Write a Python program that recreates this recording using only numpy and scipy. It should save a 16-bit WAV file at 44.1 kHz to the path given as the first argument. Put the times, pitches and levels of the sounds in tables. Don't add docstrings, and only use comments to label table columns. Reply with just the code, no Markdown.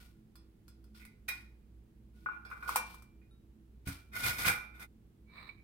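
import sys
import numpy as np
from scipy import signal
from scipy.fft import rfft, irfft
from scipy.io import wavfile

SR = 44100
rng = np.random.default_rng(int(sys.argv[2]) if len(sys.argv) > 2 else 0)


def write(x):
    x = np.atleast_2d(x).T
    wavfile.write(sys.argv[1], SR, np.round(np.clip(x, -1, 1) * 32767).astype(np.int16))

N = 248642
TIME_S = np.arange(N) / SR

# f/Hz, level/dB, t60/s
BOWL_MODES = [(490, -9, 0.11), (680, -26.5, 0.25), (839, -12.5, 0.22), (1081, -9.5, 0.36),
              (1870, -15, 0.21), (2177, -10, 0.11), (2352, -0.5, 0.44), (2714, -11.5, 0.28),
              (3060, -21.5, .18), (3450, -24, 0.34)]
LARGE_CUP_MODES = [(847, -26.5, 0.69), (1330, -29.5, 0.14), (1220, -2.5, 0.067), (1365, -13.5, 0.58),
                   (1444.7, -1, 0.37), (1465, 4.5, 0.25)]
MIDDLE_CUP_MODES = [(2052, -4.5, 0.28), (2174, -1.5, 0.11), (2244, -8.5, 0.3), (2259, -15, 0.2),
                    (2470, -7.5, 0.15), (3610, -7, 0.053)]
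SMALL_CUP_MODES = [(1800, -25.5, 0.073), (2060, -27, 0.14), (1855, -12.5, 0.24), (2428, -0.5, 0.15),
                   (2450, -8, 0.35), (3260, -26.5, 0.14), (3857, -12, 0.16), (3720, -23, 0.19),
                   (4740, -23.5, 0.25), (5520, -19, 0.22)]
HANDLE_MODES = [(1410, -5.5, 0.21), (2617, -18, 0.29), (3420, -13.5, 0.3), (3470, -16, 0.24),
                (4400, -11.5, 0.15), (4660, -10, 0.047), (5090, -9, 0.3), (6350, -19.5, 0.12),
                (8200, -10, .12)]
PING_MODES = [(1354, -4.5, 0.28), (3800, -3, .4), (10700, -3.5, .25)]
TABLE_MODES = [(86, 0, 0.33), (120, 3.5, 0.16), (148.3, -1.5, 0.18), (179, 0.5, 0.17), (274.5, -2.5, 0.23)]
TUMBLER_MODES = [(2292, 0, 0.29), (2350, -5.5, 0.26), (3700, -30, 0.25), (3919, -32.5, 0.13)]
PART_MODES = {"bowl": BOWL_MODES, "large cup": LARGE_CUP_MODES, "middle cup": MIDDLE_CUP_MODES,
              "small cup": SMALL_CUP_MODES, "handle": HANDLE_MODES}

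# t/s, strength/dB, hardness/dB, knock f/Hz, direct/dB, large cup ring/dB, bowl ring/dB
RIM_KNOCKS = [(2.260, -17.5, -34.5, 1340, 5.5, -18.5, -29.5), (2.287, -15, -43, 1306, 4.5, -34, -37.5),
              (2.513, -15, -26.5, 1340, -1.5, -32.5, -41.5), (2.625, -17, -20.5, 1270, -13, -31.5, -44),
              (2.691, -11.5, -9, 1170, 8.5, -32.5, -34.5), (2.758, -8, 3, 940, 7, -41.5, -31),
              (2.766, -10.5, 3.5, 1180, 1, -38, -28.5), (2.943, -35.5, 2, 1104, 7.5, -33, -29),
              (3.022, -40.5, 4, 1130, 5.5, -39, -42)]
# t/s, strength/dB, hardness/dB, direct/dB, struck part
CUP_CLINKS = [(.355, -43, 8, 0.5, "handle"), (.680, -46, 11.5, 1.5, "handle"), (.841, -55, 10, 2, "handle"),
              (.948, -41.5, -11.5, -14, "handle"), (.997, -38, -9, -7, "middle cup"),
              (1.017, -34.5, -7, -3, "middle cup"), (1.051, -35.5, 3.5, 3, "middle cup"),
              (1.284, -13, -2.5, -11, "small cup"), (1.287, -38.5, 21, 6, "handle"),
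              (2.45, -40, -4.5, -7, "handle"), (3.215, -49.5, -27, -24, "small cup")]
# t/s, strength/dB, hardness/dB
BOWL_JOLTS = [(3.873, -22.5, 11), (4.258, -16, 10), (4.383, -27.5, 19), (4.446, -9.5, -10),
              (4.477, -3, 3.5), (4.795, -31.5, 7.5)]
CLINK_PITCH_HZ = {"handle": 4650, "middle cup": 2190, "small cup": 2020}
KNOCK_RING_DB = {"middle cup": -39, "small cup": -37.5}
CLINK_RING_DB = {"bowl": -38, "large cup": -36, "middle cup": -36.5, "small cup": -34.5}
STRUCK_RING_DB = {"handle": -15.5, "middle cup": -24, "small cup": -19.5}
JOLT_RING_DB = {"bowl": -30.5, "large cup": -27.5, "middle cup": -25.5, "small cup": -29}
# t/s, level/dB
TABLE_BUMPS = [(3.871, -43), (3.886, -43), (4.264, -59), (4.469, -42.5)]
SPOON_TAPS = [(5.380, -48), (5.491, -42.5), (5.582, -62)]
# t/s, length/s, hiss/dB, ring/dB
CUP_RUBS = [(0, 0.01, -61, -59), (.935, 0.073, -66, -64), (1.279, 0.011, -50, -50), (2.12, 0.16, -77, -75),
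            (2.275, 0.09, -79, -48), (2.446, 0.019, -70, -46), (2.495, 0.029, -65.5, -46),
            (2.54, 0.15, -71, -52), (2.618, .05, -64, -46), (2.665, 0.061, -49.5, -37),
            (2.84, 0.087, -61, -58), (3.85, 0.064, -53, -54.5)]
SPOON_STROKES = [(5.25, 0.13, -79.5, -65), (5.29, 0.2, -63, -65), (5.57, .04, -91, -63)]
# t/s, length/s, effort/dB
BOWL_SHOVES = [(4.112, 0.1, -52), (4.205, 0.084, -41.5), (4.35, 0.085, -47), (4.44, 0.035, -39.5),
               (4.725, 0.051, -76), (4.78, 0.068, -63.5)]

# f/Hz, level/dB
EDGE_SPECTRUM = [(100, -8.5), (500, -2), (1200, 10.5), (2500, -5.5), (4200, -2), (6000, 0.5), (7200, -6.5),
                 (8500, 6), (9600, 1), (11000, 5.5), (12800, 2.5), (14500, 2.5), (16000, 2.5)]
SCRAPE_SPECTRUM = [(100, -26), (300, -8.5), (420, 0), (550, -6.5), (640, -0.5), (900, 0), (1400, 2),
                   (2300, 10), (3000, 7), (4400, 6), (7000, -3), (8700, 1.5), (12000, 0), (16000, 0)]
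RUMBLE_SPECTRUM = [(30, -8), (70, 4.5), (100, 10.5), (160, 1), (300, -3.5), (600, -18.5), (2000, -59.5)]
RASP_SPECTRUM = [(290, -31), (500, -8), (562, -18.5), (613, -11.5), (919, -12), (1050, -1.5), (1600, -13),
                 (1770, -7), (2290, -7), (3150, -28), (3920, -3.5), (6230, -49), (8580, -27.5),
                 (10500, -42.5), (16000, -30)]
AIR_SPECTRUM = [(20, -24.5), (43, -9), (62, -13), (80, -19), (100, -10), (140, -17), (210, -14.5),
                (293, -23), (422, -27), (600, -43), (1100, -50.5), (2500, -55), (6000, -64), (16000, -64)]
AIR_COMMON = [(150, 0.5), (400, -1), (1000, -2.5), (16000, -27.0)]
AIR_PER_CHANNEL = [(60, -12), (150, -10), (300, -5), (700, 7.5), (16000, 12.5)]
# f/Hz, level/dB
FAN_TONES = [(59.3, -59.5), (122, -76), (217, -70.5), (327.5, -73.5)]
# f/Hz, t60/s
ROOM_T60_S = [(100, 0.43), (500, 0.58), (1500, 0.42), (4000, 0.45), (9000, 0.27), (16000, 0.13)]


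def knocks():
    rows = [(s, db, hardness_db, hz, near_db, {**KNOCK_RING_DB, "large cup": cup_db, "bowl": bowl_db})
            for s, db, hardness_db, hz, near_db, cup_db, bowl_db in RIM_KNOCKS]
    return blows(rows, side_db=0.5, wet_db=-3, zing_db=-11.5)


def clinks():
    rows = [(s, db, hardness_db, CLINK_PITCH_HZ[part], near_db,
             {**CLINK_RING_DB, part: STRUCK_RING_DB[part]})
            for s, db, hardness_db, near_db, part in CUP_CLINKS]
    out = blows(rows, side_db=-3, wet_db=-1, zing_db=-5, chatter_s=0.0025)
    add(out, s=3.310, sound=amp(-68.5) * struck(PING_MODES, cutoff_hz=13000))
    return out


def jolts(knock_hz=1550, near_db=-9):
    rows = [(s, db, hardness_db, knock_hz, near_db, JOLT_RING_DB) for s, db, hardness_db in BOWL_JOLTS]
    return blows(rows, side_db=-5, wet_db=-3.5, zing_db=-10.5)


def blows(rows, side_db, wet_db, zing_db, chatter_s=0.0049, knock_cycles=1.83, knock_delay_s=0.001694):
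    direct, to_room, rings, ticks = np.zeros((4, 2, N))
    t = np.arange(2048) / SR
    edge_gain = amp(read(EDGE_SPECTRUM, np.fft.rfftfreq(len(t), 1 / SR)))
    for s, db, hardness_db, hz, near_db, ring_db in rows:
        cycles = (t - knock_delay_s) * hz
        window = np.exp(-(cycles / knock_cycles) ** 2) * np.minimum(t / knock_delay_s, 1)
        knock = amp(db) * unit_rms(window * np.sin(2 * np.pi * cycles)) / np.sqrt(len(t))
        chatter = rng.standard_normal((2, len(t))) * np.sqrt(t) * np.exp(-t / chatter_s)
        tick = irfft(rfft(chatter) * edge_gain) * np.linspace(1, 0, len(t))
        tick = amp(db + hardness_db) * unit_rms(tick) / np.sqrt(len(t))
        contact = tick + pan(side_db) * knock
        add(ticks, s, tick)
        add(direct, s, amp(near_db) * contact)
        add(to_room, s, contact)
        cutoff_hz = 9400 * 2 ** (hardness_db / 16)
        for part, share_db in ring_db.items():
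            add(rings, s, pan(side_db) * amp(db + share_db) * struck(PART_MODES[part], cutoff_hz))
    zing = amp(zing_db) * convolve(ticks, overtones())
    return amp(-3) * direct + rings + zing + room(amp(wet_db) * to_room + amp(-7) * rings)


def struck(modes, cutoff_hz, rise_s=0.00053, max_cycles=1400):
    excited = [(hz, db - 10 * np.log10(1 + (hz / cutoff_hz) ** 6), min(t60, max_cycles / hz))
               for hz, db, t60 in modes]
    sound = ring(excited, spread_rad=1.6)
    t = np.arange(sound.shape[1]) / SR
    return sound * (1 - np.exp(-(t / rise_s) ** 2))


def ring(modes, spread_rad=1.7):
    t = np.arange(SR * 3 // 5, dtype=np.float32) / SR
    hz, db, t60 = np.array(modes, np.float32).T[:, :, None]
    phase = spread_rad * np.array([.5, -.5])[:, None, None] * rng.choice([-1, 1], hz.shape)
    return (amp(db - 60 * t / t60) * np.sin(2 * np.pi * hz * t + phase)).sum(1)


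def overtones(count=55, t60_s=0.07):
    modes_hz = rng.uniform(2800, 16000, count)
    scatter_db = 4 * rng.standard_normal(count)
    modes = [(hz, db + read(EDGE_SPECTRUM, hz), t60_s) for hz, db in zip(modes_hz, scatter_db)]
    response = ring(modes, spread_rad=1.6)
    return response / np.linalg.norm(response[0])


def drag():
    effort, = strokes(BOWL_SHOVES, rise_share=0.52, release_db_per_s=196.5)
    out = friction(effort, effort ** 0.66, hiss_db=1.5, ring_db=-8, parts_db=(-11, -0.5, 4, 0.5),
                   t60_scale=0.81, side_db=-3, zing_db=1, grit_db=-5.5)
    rumble = unit_rms(colour(rng.standard_normal(N), RUMBLE_SPECTRUM))
    out += amp(-17) * effort ** 0.7 * rumble
    for s, db in TABLE_BUMPS:
        add(out, s, amp(db) * ring(TABLE_MODES, spread_rad=0.2))
    return out


def rubs():
    hiss_gain, ring_gain = strokes(CUP_RUBS, rise_share=0.25, release_db_per_s=157.5)
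    return friction(hiss_gain, ring_gain, hiss_db=-3.5, ring_db=-5, parts_db=(-7.5, 0.5, -16, -14.5),
                    t60_scale=0.55, side_db=-4, zing_db=-5, grit_db=-8)


def friction(hiss_gain, ring_gain, hiss_db, ring_db, parts_db, t60_scale, side_db, zing_db, grit_db):
    catches = amp(grit_db) * grains(per_s=320, spread_db=-1)
    sliding = grains(per_s=7000, spread_db=0)
    judder = amp(1.06 * wander(70))
    slips = unit_rms((sliding + catches) * judder)
    parts = (BOWL_MODES, LARGE_CUP_MODES, MIDDLE_CUP_MODES, SMALL_CUP_MODES)
    modes = [(hz, db + part_db, t60 * t60_scale)
             for part, part_db in zip(parts, parts_db) for hz, db, t60 in part]
    singing = unit_rms(convolve(slips, ring(modes, spread_rad=1.3)))
    zing = amp(zing_db) * unit_rms(convolve(slips, overtones()))
    hiss = colour(slips, SCRAPE_SPECTRUM, band_hz=(5000, 16000)) + zing
    return amp(hiss_db) * hiss_gain * hiss * pan(1.9) + amp(ring_db) * ring_gain * singing * pan(side_db)


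def grains(per_s, spread_db):
    size = amp(spread_db * np.minimum(rng.exponential(1, (2, N)), 4))
    return unit_rms(size * rng.standard_normal((2, N)) * (rng.random((2, N)) < per_s / SR))


def strokes(rows, rise_share, release_db_per_s):
    power = 0
    for start_s, length_s, *db in rows:
        rise = np.clip((TIME_S - start_s) / (rise_share * length_s), 0, 1) ** 2
        release = amp(-release_db_per_s * np.maximum(TIME_S - start_s - length_s, 0))
        power = power + (amp(db)[:, None] * rise * release) ** 2
    return np.sqrt(power)


def spoon():
    rasp_gain, ring_gain = strokes(SPOON_STROKES, rise_share=0.38, release_db_per_s=258)
    slips = grains(per_s=3200, spread_db=3)
    damped_modes = [(hz, db, t60 * 0.39) for hz, db, t60 in TUMBLER_MODES]
    taps = np.zeros((2, N))
    for s, db in SPOON_TAPS:
        add(taps, s, amp(db) * struck(damped_modes, cutoff_hz=3400))
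    rasp = amp(1) * rasp_gain * colour(slips, RASP_SPECTRUM, band_hz=(3300, 5000))
    singing = amp(-3) * ring_gain * unit_rms(convolve(slips, ring(TUMBLER_MODES)))
    return pan(-5.5) * (rasp + singing) + pan(-8) * (taps + amp(-8) * room(taps))


def fan(air_db=-64.5, hum_after_cut_db=-3.5):
    common = colour(rng.standard_normal(N), AIR_COMMON)
    separate = colour(rng.standard_normal((2, N)), AIR_PER_CHANNEL)
    air = colour(common + separate, AIR_SPECTRUM, band_hz=(90, 16000))
    hum = 0
    for hz, db in FAN_TONES:
        flutter = 1 + 0.48 * wander(6.5)
        drifting_hz = hz * (1 + 0.0042 * wander(4.9))
        hum += amp(db) * unit_rms(flutter * np.sin(2 * np.pi * np.cumsum(drifting_hz) / SR))
    hum_gain = amp(hum_after_cut_db * (1 - before_cut()))
    return pan(-2.5) * (amp(air_db) * air + hum_gain * hum)


def room(x, early_db=7, early_s=0.042, slot_samples=12):
    count = SR * 3 // 5 // slot_samples
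    arrivals = 90 + slot_samples * np.arange(count) + rng.integers(0, slot_samples, (2, count))
    echoes = np.zeros((2, SR))
    np.put_along_axis(echoes, arrivals, rng.choice([-1., 1.], arrivals.shape), 1)
    hz, t, bands = signal.stft(echoes, SR, nperseg=256)
    decay = amp(early_db * np.exp(-t / early_s) - 60 * t / read(ROOM_T60_S, hz)[:, None])
    tail = signal.istft(bands * decay, SR, nperseg=256)[1]
    return convolve(x, tail / np.linalg.norm(tail[0]))


def before_cut(cut_s=4.84, fade_s=0.041):
    return np.clip(1 - (TIME_S - cut_s) / fade_s, 0, 1) ** 2


def amp(db):
    return 10 ** (np.asarray(db) / 20)


def unit_rms(x):
    return x / np.sqrt(np.mean(x ** 2) + 1e-20)


def read(points, hz):
    points_hz, values = np.transpose(points)
    return np.interp(np.log(hz + 1), np.log(points_hz + 1), values)


def pan(db):
    return amp([[db / 2], [-db / 2]])


def add(mix, s, sound):
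    part = mix[:, round(s * SR):][:, :sound.shape[-1]]
    part += sound[..., :part.shape[-1]]


def convolve(x, response):
    return signal.fftconvolve(np.atleast_2d(x), np.atleast_2d(response), axes=1)[:, :N]


def colour(x, spectrum, band_hz=None):
    hz = abs(np.fft.fftfreq(N, 1 / SR))
    log_gain = np.log(amp(read(spectrum, hz)))
    bins = np.fft.fft(x) * np.exp(np.conj(signal.hilbert(log_gain)))
    if band_hz:
        in_band = (hz > band_hz[0]) & (hz < band_hz[1])
        bins /= np.sqrt(np.mean(abs(bins) ** 2 * in_band) / N)
    return np.fft.ifft(bins).real


def wander(hz):
    return unit_rms(irfft(rfft(rng.standard_normal(N)) * (np.fft.rfftfreq(N, 1 / SR) < hz), N))


def scene():
    return before_cut() * (clinks() + knocks() + jolts() + rubs() + drag()) + spoon() + fan()


def record(dry, cutoff_hz=16000):
    lowpass = signal.firwin(511, cutoff_hz, window=("kaiser", 9), fs=SR)
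    return signal.oaconvolve(dry, lowpass[None], "same")


dry = scene()
out = record(dry)
write(out)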